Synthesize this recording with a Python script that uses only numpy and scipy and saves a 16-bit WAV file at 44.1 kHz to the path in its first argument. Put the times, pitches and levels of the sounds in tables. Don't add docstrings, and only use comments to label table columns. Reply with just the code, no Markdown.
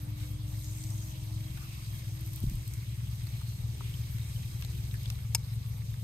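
import sys
import numpy as np
from scipy import signal
from scipy.fft import rfft, irfft, next_fast_len
from scipy.io import wavfile

SR = 44100
rng = np.random.default_rng(int(sys.argv[2]) if len(sys.argv) > 2 else 0)


def persist_wave(psi):
    counts = np.round(np.clip(psi, -1, 1) * 32767).astype(np.int16)
    wavfile.write(sys.argv[1], SR, np.atleast_2d(counts).T)


N = 265923
SIDES = np.array([[1], [-1]])


def from_db(db):
    return 10 ** (np.asarray(db) / 20)


def rms_one(x):
    return x / np.sqrt(np.mean(x ** 2) + 1e-20)


def in_time(rows):
    s, *columns = np.transpose(rows)
    return [np.interp(np.arange(N) / SR, s, column) for column in columns]


def at_hz(points, hz):
    table_hz, db = np.transpose(points)
    return np.interp(np.log(hz), np.log(table_hz), db)


def drift(rate_hz):
    step = 40
    warm_up = 2000
    pole = np.exp(-2 * np.pi * rate_hz * step / SR)
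    noise = rng.standard_normal(N // step + 2 + warm_up)
    slow = signal.lfilter([1], [1, -2 * pole, pole * pole], noise)[warm_up:]
    return np.interp(np.arange(N) / step, np.arange(len(slow)), rms_one(slow))


def band(x, low_hz, high_hz):
    sos = signal.butter(2, [low_hz, high_hz], "band", fs=SR, output="sos")
    return signal.sosfilt(sos, x + 1e-18)


def ring(clicks, hz, t60):
    pole = from_db(-60 / (t60 * SR))
    w = 2 * np.pi * hz / SR
    return signal.lfilter([0, np.sin(w)], [1, -2 * pole * np.cos(w), pole * pole], clicks + 1e-18)


def t60_of(width_hz):
    return np.log(1000) / np.pi / width_hz


def strikes(times, db):
    clicks = np.zeros(N)
    clicks[np.round(np.asarray(times) * SR).astype(int)] = from_db(db)
    return clicks


def bursts(times, db, t60, rise_s=0.00014):
    fade, rise = from_db(-60 / (t60 * SR)), np.exp(-1 / (rise_s * SR))
    rise_and_fade = np.convolve([1, -fade], [1, -rise])
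    envelope = signal.lfilter([1 - rise], rise_and_fade, strikes(times, db) + 1e-18)
    return envelope * rng.standard_normal((2, N))


def later(x, lag_ms):
    size = next_fast_len(N + 512)
    per_ms = np.fft.rfftfreq(size, 1000 / SR)
    return irfft(rfft(x, size) * np.exp(-2j * np.pi * per_ms * lag_ms), size)[:N]


def place(x, pan_db, lag_ms):
    return np.array([later(x, lag_ms) * from_db(pan_db / 2), x * from_db(-pan_db / 2)])


def narrow_noise(hz, width):
    return rms_one(band(rng.standard_normal((2, N)), hz / (1 + width), hz * (1 + width)))


# f/Hz, side-over-mid level/dB
NOISE_WIDTH = [(30,-13),(125,-12),(250,-23),(500,-8.5),(1000,0.5),(2500,-2),(6000,-3.5)]
# f/Hz, left-over-right level/dB
NOISE_BALANCE = [(60,5),(200,5),(700,-6),(1300,-3),(4400,-3),(8000,0)]


def banded_noise(spectrum, patchy_db, left_lag_ms=0.453):
    out = 0
    edges = 20 * 2 ** np.arange(0, 10.1, .5)
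    white = rng.standard_normal((2, 2, N))
    for k, (low, high) in enumerate(zip(edges, edges[1:])):
        hz = np.sqrt(low * high)
        if high > spectrum[0][0]:
            mid, side = band(white[k % 2], low, high)
            flicker_db = at_hz(spectrum, hz) + patchy_db * drift(15.3)
            gain = from_db(flicker_db + SIDES * at_hz(NOISE_BALANCE, hz) / 2)
            out = out + gain * (mid + from_db(at_hz(NOISE_WIDTH, hz)) * side * SIDES)
    return rms_one(np.array([later(out[0], left_lag_ms), out[1]]))


# f/Hz, level/dB per Hz
AIR_SPECTRUM = [(20,2),(48,5.5),(88,1),(160,-3.5),(250,-12.5),(400,-21.5),(900,-23.5),(1600,-30),(2300,-24.5),(4000,-26),(6500,-27),(9000,-28),(13000,-25),(16000,-37)]


def open_air(level_db=-48.5):
    return from_db(level_db) * banded_noise(AIR_SPECTRUM, patchy_db=3.0)


# t/s, f/Hz, level/dB
HUM_CURVES = [
    [(0,62.5,-47.5),(2,62.5,-48),(4.3,65,-47),(5.1,60,-42),(6.03,62,-55)],
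    [(2,72,-55.5),(3.3,73,-46),(6.03,76,-46.5)],
]


def hums(waver_db=2, wander=0.0183):
    out = 0
    for hz, db in map(in_time, HUM_CURVES):
        angle = 2 * np.pi * np.cumsum(hz * (1 + wander * drift(1.99))) / SR
        out = out + from_db(db + waver_db * drift(2.3)) * np.sqrt(2) * np.sin(angle)
    return place(out, pan_db=0.5, lag_ms=0.12)


# t/s, f/Hz
DRONE_PITCH = [(0.0, 100.356), (0.337, 101.109), (0.698, 103.127), (1.031, 105.521), (1.448, 104.037),
               (1.607, 109.128), (2.135, 106.316), (2.691, 107.009), (3.256, 110.305), (3.789, 112.433),
               (4.078, 111.879), (4.701, 113.945), (5.423, 115.776), (6.03, 119.586)]
# f/Hz, relative level/dB
BUZZ_RESONANCES = [(298,-1),(320,-2.5),(350,-4.5),(400,-35),(435,-48),(458,-2.5),(505,-17.5),(540,-28),(608,-18.5),(632,-16),(645,-21.5),(660,-12.5),(750,-28.5),(848,-20),(875,-44),(950,-15.5),(985,-37),(1055,-15),(1080,-9),(1130,-24),(1165,-27),(1200,-37)]
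# t/s, level/dB
BUZZ_LEVEL = [(0,-55.5),(1.5,-56),(1.85,-62),(2.42,-55),(2.7,-63.5),(4.6,-66.5),(5.3,-70)]
# t/s, relative level/dB
UPPER_BUZZ = [(0.4,-2),(0.9,1.5),(1.4,2.5),(1.9,5),(2.15,-2.5),(2.45,0.5)]


def distant_engine(drone_db=-43.5, flutter_db=2.5, rough=0.16):
    hz, = in_time(DRONE_PITCH)
    angle = 2 * np.pi * np.cumsum(hz) / SR
    upper_db, = in_time(UPPER_BUZZ)
    level_db, = in_time(BUZZ_LEVEL)
    buzz = 0
    for k in range(3, 12):
        steadiness = 1 if k > 3 else .5
        db = at_hz(BUZZ_RESONANCES, k * hz) + upper_db * (k > 5) + flutter_db * drift(3.9) * steadiness
        buzz = buzz + from_db(db) * (1 + rough * drift(27)) * np.sin(k * angle)
    drone = place(-from_db(drone_db) * np.sin(angle), pan_db=2.0, lag_ms=0.3)
    return np.sqrt(2) * (drone + place(from_db(level_db) * buzz, pan_db=-1.0, lag_ms=0.36))


# t/s, f/Hz
IDLE_RATE = [(0.0, 22.022), (0.475, 22.042), (0.985, 21.529), (1.415, 21.434), (1.757, 21.715),
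             (1.875, 20.41), (2.283, 20.117), (2.738, 19.433), (3.343, 19.951), (3.572, 19.3),
             (3.933, 19.888), (4.218, 19.389), (4.47, 20.735), (4.71, 20.353), (4.831, 21.212),
             (5.363, 22.576), (5.681, 21.705), (6.03, 22.006)]
# f/Hz, width/Hz, relative level/dB
EXHAUST_MODES = [(55.0, 18.5, -13.7), (106.0, 39.4, 7.4), (112.0, 29.6, 9.2), (150.0, 72.7, -0.3),
                 (157.6, 12.8, -18.0)]
# t/s, level/dB
IDLE_LEVEL = [(0.0, -39.5), (1.38, -38.5), (1.53, -36.5), (1.77, -39.5), (1.95, -39.48), (3.0, -37),
              (4.6, -37), (5.3, -36.5), (6.03, -37.5)]


def idling_engine(uneven_db=0.95, low_hz=58.0, top_hz=160, first_firing_s=0.0238):
    rate, = in_time(IDLE_RATE)
    level_db, = in_time(IDLE_LEVEL)
    firings = np.cumsum(rate) / SR - first_firing_s * rate[0]
    puffs = np.diff(np.floor(firings), prepend=-1) * from_db(uneven_db * drift(9.8))
    boom = 0
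    for k, (hz, width_hz, db) in enumerate(EXHAUST_MODES):
        boom = boom + (-1) ** k * from_db(db) * ring(puffs, hz, t60_of(width_hz))
    return place(from_db(level_db) * rms_one(band(boom, low_hz, top_hz)), pan_db=2.0, lag_ms=0.05)


def stroke(start, length, attack_s=0.052, release_s=0.072):
    t = np.arange(N) / SR - start
    return np.clip(t / attack_s, 0, 1) * np.exp(-np.clip((t - length) / release_s, 0, 20))


def grating(modes, slips_per_s, spread_db, patchy_db):
    out = 0
    for hz, width_hz, db in modes:
        sizes = from_db(spread_db * np.minimum(rng.exponential(1, N), 4))
        slips = (rng.random(N) < slips_per_s / SR) * sizes
        tone = ring(slips * rng.standard_normal((2, N)), hz, t60_of(width_hz))
        out = out + from_db(db + patchy_db * drift(4.0)) * rms_one(tone)
    return rms_one(out)


# t/s, relative level/dB
RUSTLE = [(.4,-61),(1.25,-57),(1.6,-53),(2.0,-53.5),(2.7,-56),(3.3,-54),(3.66,-56.5),(3.9,-53),(4.4,-53),(5.1,-54.5),(5.3,-58.5)]
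# start t/s, length/s, rubbing and sliding relative level/dB
GRIP_STROKES = [(0.151,0.089,-54.5,-50.5),(0.434,0.65,-60.5,-51),(2.203,0.566,-83,-56.5),(5.416,.09,-60,-76)]
# f/Hz, level/dB per Hz
RUB_SPECTRUM = [(300,-36),(700,-8),(1100,-2.5),(1600,-3),(2300,2.5),(4000,4),(6000,-5),(12000,-27)]
SLIDE_SPECTRUM = [(3000,-12),(5500,-2),(6700,10),(8500,6),(10500,-3.5),(13000,3),(16000,7)]
# f/Hz, width/Hz, relative level/dB
RUBBED_MODES = [(2193,110,-2.5),(2490,180,-6),(3240,73,-4),(3700,170,-3.5),(3980,340,-0.5),(4550,92,-11),(5080,160,-5.5)]


def hands(grain_db=0.78, wire_db=-6, rub_db=-6, slide_db=-0.5, rustle_slide_db=1.5):
    rustle = from_db(in_time(RUSTLE)[0])
    rub, slide = rustle, rustle * from_db(rustle_slide_db)
    for start, length, stroke_rub_db, stroke_slide_db in GRIP_STROKES:
        shape = stroke(start, length)
        rub = np.hypot(rub, from_db(stroke_rub_db) * shape)
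        slide = np.hypot(slide, from_db(stroke_slide_db) * shape)
    wires = from_db(wire_db) * grating(RUBBED_MODES, slips_per_s=320, spread_db=2.0, patchy_db=3)
    rubbing = rub * (wires + from_db(rub_db) * banded_noise(RUB_SPECTRUM, patchy_db=2.5))
    sliding = slide * from_db(slide_db) * banded_noise(SLIDE_SPECTRUM, patchy_db=1.0)
    return from_db(grain_db * drift(110)) * (rubbing + sliding)


# middle t/s, length/s, f/Hz, level/dB, relative width
SCRAPE_EVENTS = [(0.204,0.072,3880,-61,0.046),(0.23,0.18,2340,-68,0.099),(0.33,0.063,3240,-64,0.03),(0.412,0.06,3370,-64,0.03),(0.68,0.064,6850,-55,.05),(0.827,0.11,7900,-55.5,0.1),(1.04,0.11,6500,-63,.015),(1.634,0.052,1270,-59,.12),(1.68,0.31,2540,-60.5,0.09),(3.35,0.076,2410,-63,0.073),(3.457,0.22,4240,-62,0.04),(3.78,0.34,325,-61.5,0.26),(3.81,0.022,318,-51,0.12),(3.868,0.13,2960,-56,0.28),(4.144,0.13,2210,-63,0.035),(4.306,0.098,3980,-65,0.034),(4.79,0.39,328,-63,0.23)]


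def scrapes(grain_db=1.0):
    t = np.arange(N) / SR
    sound = 0
    for middle, length, hz, db, width in SCRAPE_EVENTS:
        swell = np.exp(-2 * np.minimum(((t - middle) / length) ** 2, 20))
        sound = sound + from_db(db) * swell * narrow_noise(hz, width)
    return sound * from_db(grain_db * drift(65))


# t/s, click relative level/dB, ring f/Hz, ring level/dB, relative width, t60/s
KNOCK_EVENTS = [(1.573,-48,1200,-50.5,1,0.091),(3.2693,-41.5,4500,-47,.06,0.04),(3.414,-51,1080,-52.5,0.25,.05),(3.808,-51,1100,-43.5,0.18,0.034),(3.94,-51,3220,-49.5,0.045,.06),(4.184,-43,1590,-53,0.58,.04),(4.36,-58,3090,-48.5,0.027,0.054),(4.623,-36,2440,-42,0.74,0.035),(4.648,-40,3930,-45,0.11,0.028),(4.912,-48,3500,-46,0.13,.03),(4.941,-42,1730,-47.5,0.094,0.094),(5.0567,-48,3270,-41,0.4,0.014),(5.0583,-55,3450,-40,0.035,0.023),(5.1012,-32,5300,-45,0.055,.014),(5.1045,-61,1900,-45.5,0.65,0.019),(5.189,-50,1800,-51,0.61,0.031),(5.941,-46,960,-54,.5,0.046)]


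def knocks(click_db=3, click_t60=0.0098):
    t = np.arange(N) / SR
    times, clicks_db = np.transpose(KNOCK_EVENTS)[:2]
    out = band(bursts(times, clicks_db + click_db, click_t60), 560, 14400)
    for s, _, hz, db, width, t60 in KNOCK_EVENTS:
        decay_db = -60 * np.clip((t - s) / t60, 0, 2)
        out += (t >= s) * from_db(db + decay_db) * narrow_noise(hz, width)
    return out


# t/s, relative level/dB, contact low-pass f/Hz
BUMP_CONTACTS = [(2.427, -31, 220), (2.4369, -22.5, 520), (2.466, -21.5, 140), (2.5126, -28, 300),
                 (2.539, -23, 120)]
# f/Hz, relative level/dB, t60/s
THUD_MODES = [(42, -6, 0.092), (59, -5, 0.078), (120, 1, 0.061), (181, -2, 0.029), (320, -16, 0.02)]


def bumps():
    pushes = 0
    for s, db, dull_hz in BUMP_CONTACTS:
        rounding = signal.butter(3, dull_hz, fs=SR, output="sos")
        pushes = pushes + signal.sosfilt(rounding, strikes([s], db) + 1e-18)
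    thud = sum(from_db(db) * ring(pushes, hz, t60) for hz, db, t60 in THUD_MODES)
    return place(-band(band(thud, 30, 400), 16, 410), pan_db=0.5, lag_ms=0.071)


# start t/s, length/s, level/dB
PIVOT_STROKE = (0.584, 0.505, -57)
# f/Hz, width/Hz, relative level/dB
GRATING_MODES = [(5780,130,0),(6530,130,4),(6700,220,1),(7250,220,-1),(7960,300,1),(9020,200,-1)]


def pivot():
    start, length, db = PIVOT_STROKE
    grate = grating(GRATING_MODES, slips_per_s=400, spread_db=4.0, patchy_db=1.5)
    return from_db(db) * stroke(start, length) * grate


# from t/s, to t/s
CRACKLE_TIME = (2.26, 2.56)


def crackle(count, snap_db=-40, spread_db=3, lower_db=-13):
    start, end = CRACKLE_TIME
    rows = []
    for when, size in rng.random((count, 2)):
        rows.append((start + (end - start) * when, snap_db + spread_db * (2 * size - 1), lower_db))
    return rows


# t/s, relative level/dB, lower band against that level/dB
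SLEEVE_SNAPS = [(0.644,-46,11),(0.8384,-47,14.5),(0.904,-47,11),(2.209,-38.5,-17),(2.3593,-33,-18),(2.429,-43.5,3),(2.4968,-37.5,0.5),(2.677,-38,1),(2.7361,-37,0.5),(4.611,-40,-1),(5.031,-40,-15),(5.182,-46,-14)]


def sleeve_ticks(top_db=7, lower_gain_db=2, t60=0.013):
    s, db, lower_db = np.transpose([*SLEEVE_SNAPS, *crackle(count=8)])
    upper = band(bursts(s, db + top_db, t60), 11500, 20727)
    return upper + band(bursts(s, db + lower_db + lower_gain_db, t60), 4800, 8500)


def struck(contacts, hz, mode_db, t60):
    s, db, dull_hz = np.transpose(contacts)
    dulling_db = 10 * np.log10(1 + (hz / dull_hz) ** 2)
    return ring(strikes(s, db + mode_db - dulling_db), hz, t60)


# t/s, relative level/dB, contact dullness f/Hz
JAW_CONTACTS = [(5.34773, -8.2, 43100.0), (5.34833, 5.0, 3500.0), (5.35031, -17.7, 19000.0),
                (5.35301, -6.5, 9100.0)]
# f/Hz, relative level/dB, t60/s
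STEEL_MODES = [(447,-22.5,0.015),(770,-16,0.026),(930,-16,0.05),(1380,-18,0.015),(1700,-24.5,0.018),(2253,-10,0.033),(2540,2.5,0.0032),(2770,-2,0.012),(3400,-24,0.022),(4555,-6.5,0.014),(4690,-11,0.02),(4870,-12,0.033),(5280,-0.5,0.028),(5440,-13,0.034),(5940,-15,0.029),(6680,-1,0.022),(7100,-7,0.034),(7504,12.4,0.0024),(7700,-2,0.018),(8250,-3.5,0.016),(8780,-3.5,0.026),(9300,4.5,0.0043),(9800,-16,0.026),(12479,-9,0.018),(13900,8,0.005)]
# f/Hz, left-over-right level/dB
JAW_RADIATION = [(900, -6), (2200, 5), (2800, 0), (5200, 5), (7000, 3), (8300, 2.5)]


def jaws(steel_db=-21.5, crack_db=-27, crack_t60=0.0091):
    s, db, _ = np.transpose(JAW_CONTACTS)
    out = from_db(crack_db) * band(bursts(s, db, crack_t60, rise_s=.0001), 1350, 20727)
    for k, (hz, mode_db, t60) in enumerate(STEEL_MODES):
        gains = from_db(SIDES * at_hz(JAW_RADIATION, hz) / 2)
        out += (-1) ** k * gains * struck(JAW_CONTACTS, hz, steel_db + mode_db, t60)
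    return np.array([out[0], later(out[1], lag_ms=0.03)])


def scene():
    background = open_air() + hums() + distant_engine() + idling_engine()
    handling = hands() + scrapes() + knocks() + bumps()
    return background + handling + pivot() + sleeve_ticks() + jaws()


def record(dry, crossover_hz=7600, top_hz=14700, cutoff_hz=15750, apart_db=-10, right_lag_ms=.237):
    low, high = (signal.butter(6, crossover_hz, kind, fs=SR, output="sos") for kind in ("low", "high"))
    left, right = signal.sosfilt(high, signal.sosfilt(high, dry))
    own = from_db(apart_db)
    right = later((left + own * right) / np.hypot(1, own), right_lag_ms)
    sound = signal.sosfilt(low, signal.sosfilt(low, dry)) + np.array([left, right])
    sound = signal.sosfilt(signal.butter(10, top_hz, fs=SR, output="sos"), sound)
    return signal.sosfilt(signal.ellip(10, .1, 80, cutoff_hz, fs=SR, output="sos"), sound)


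dry = scene()
out = record(dry)
persist_wave(out)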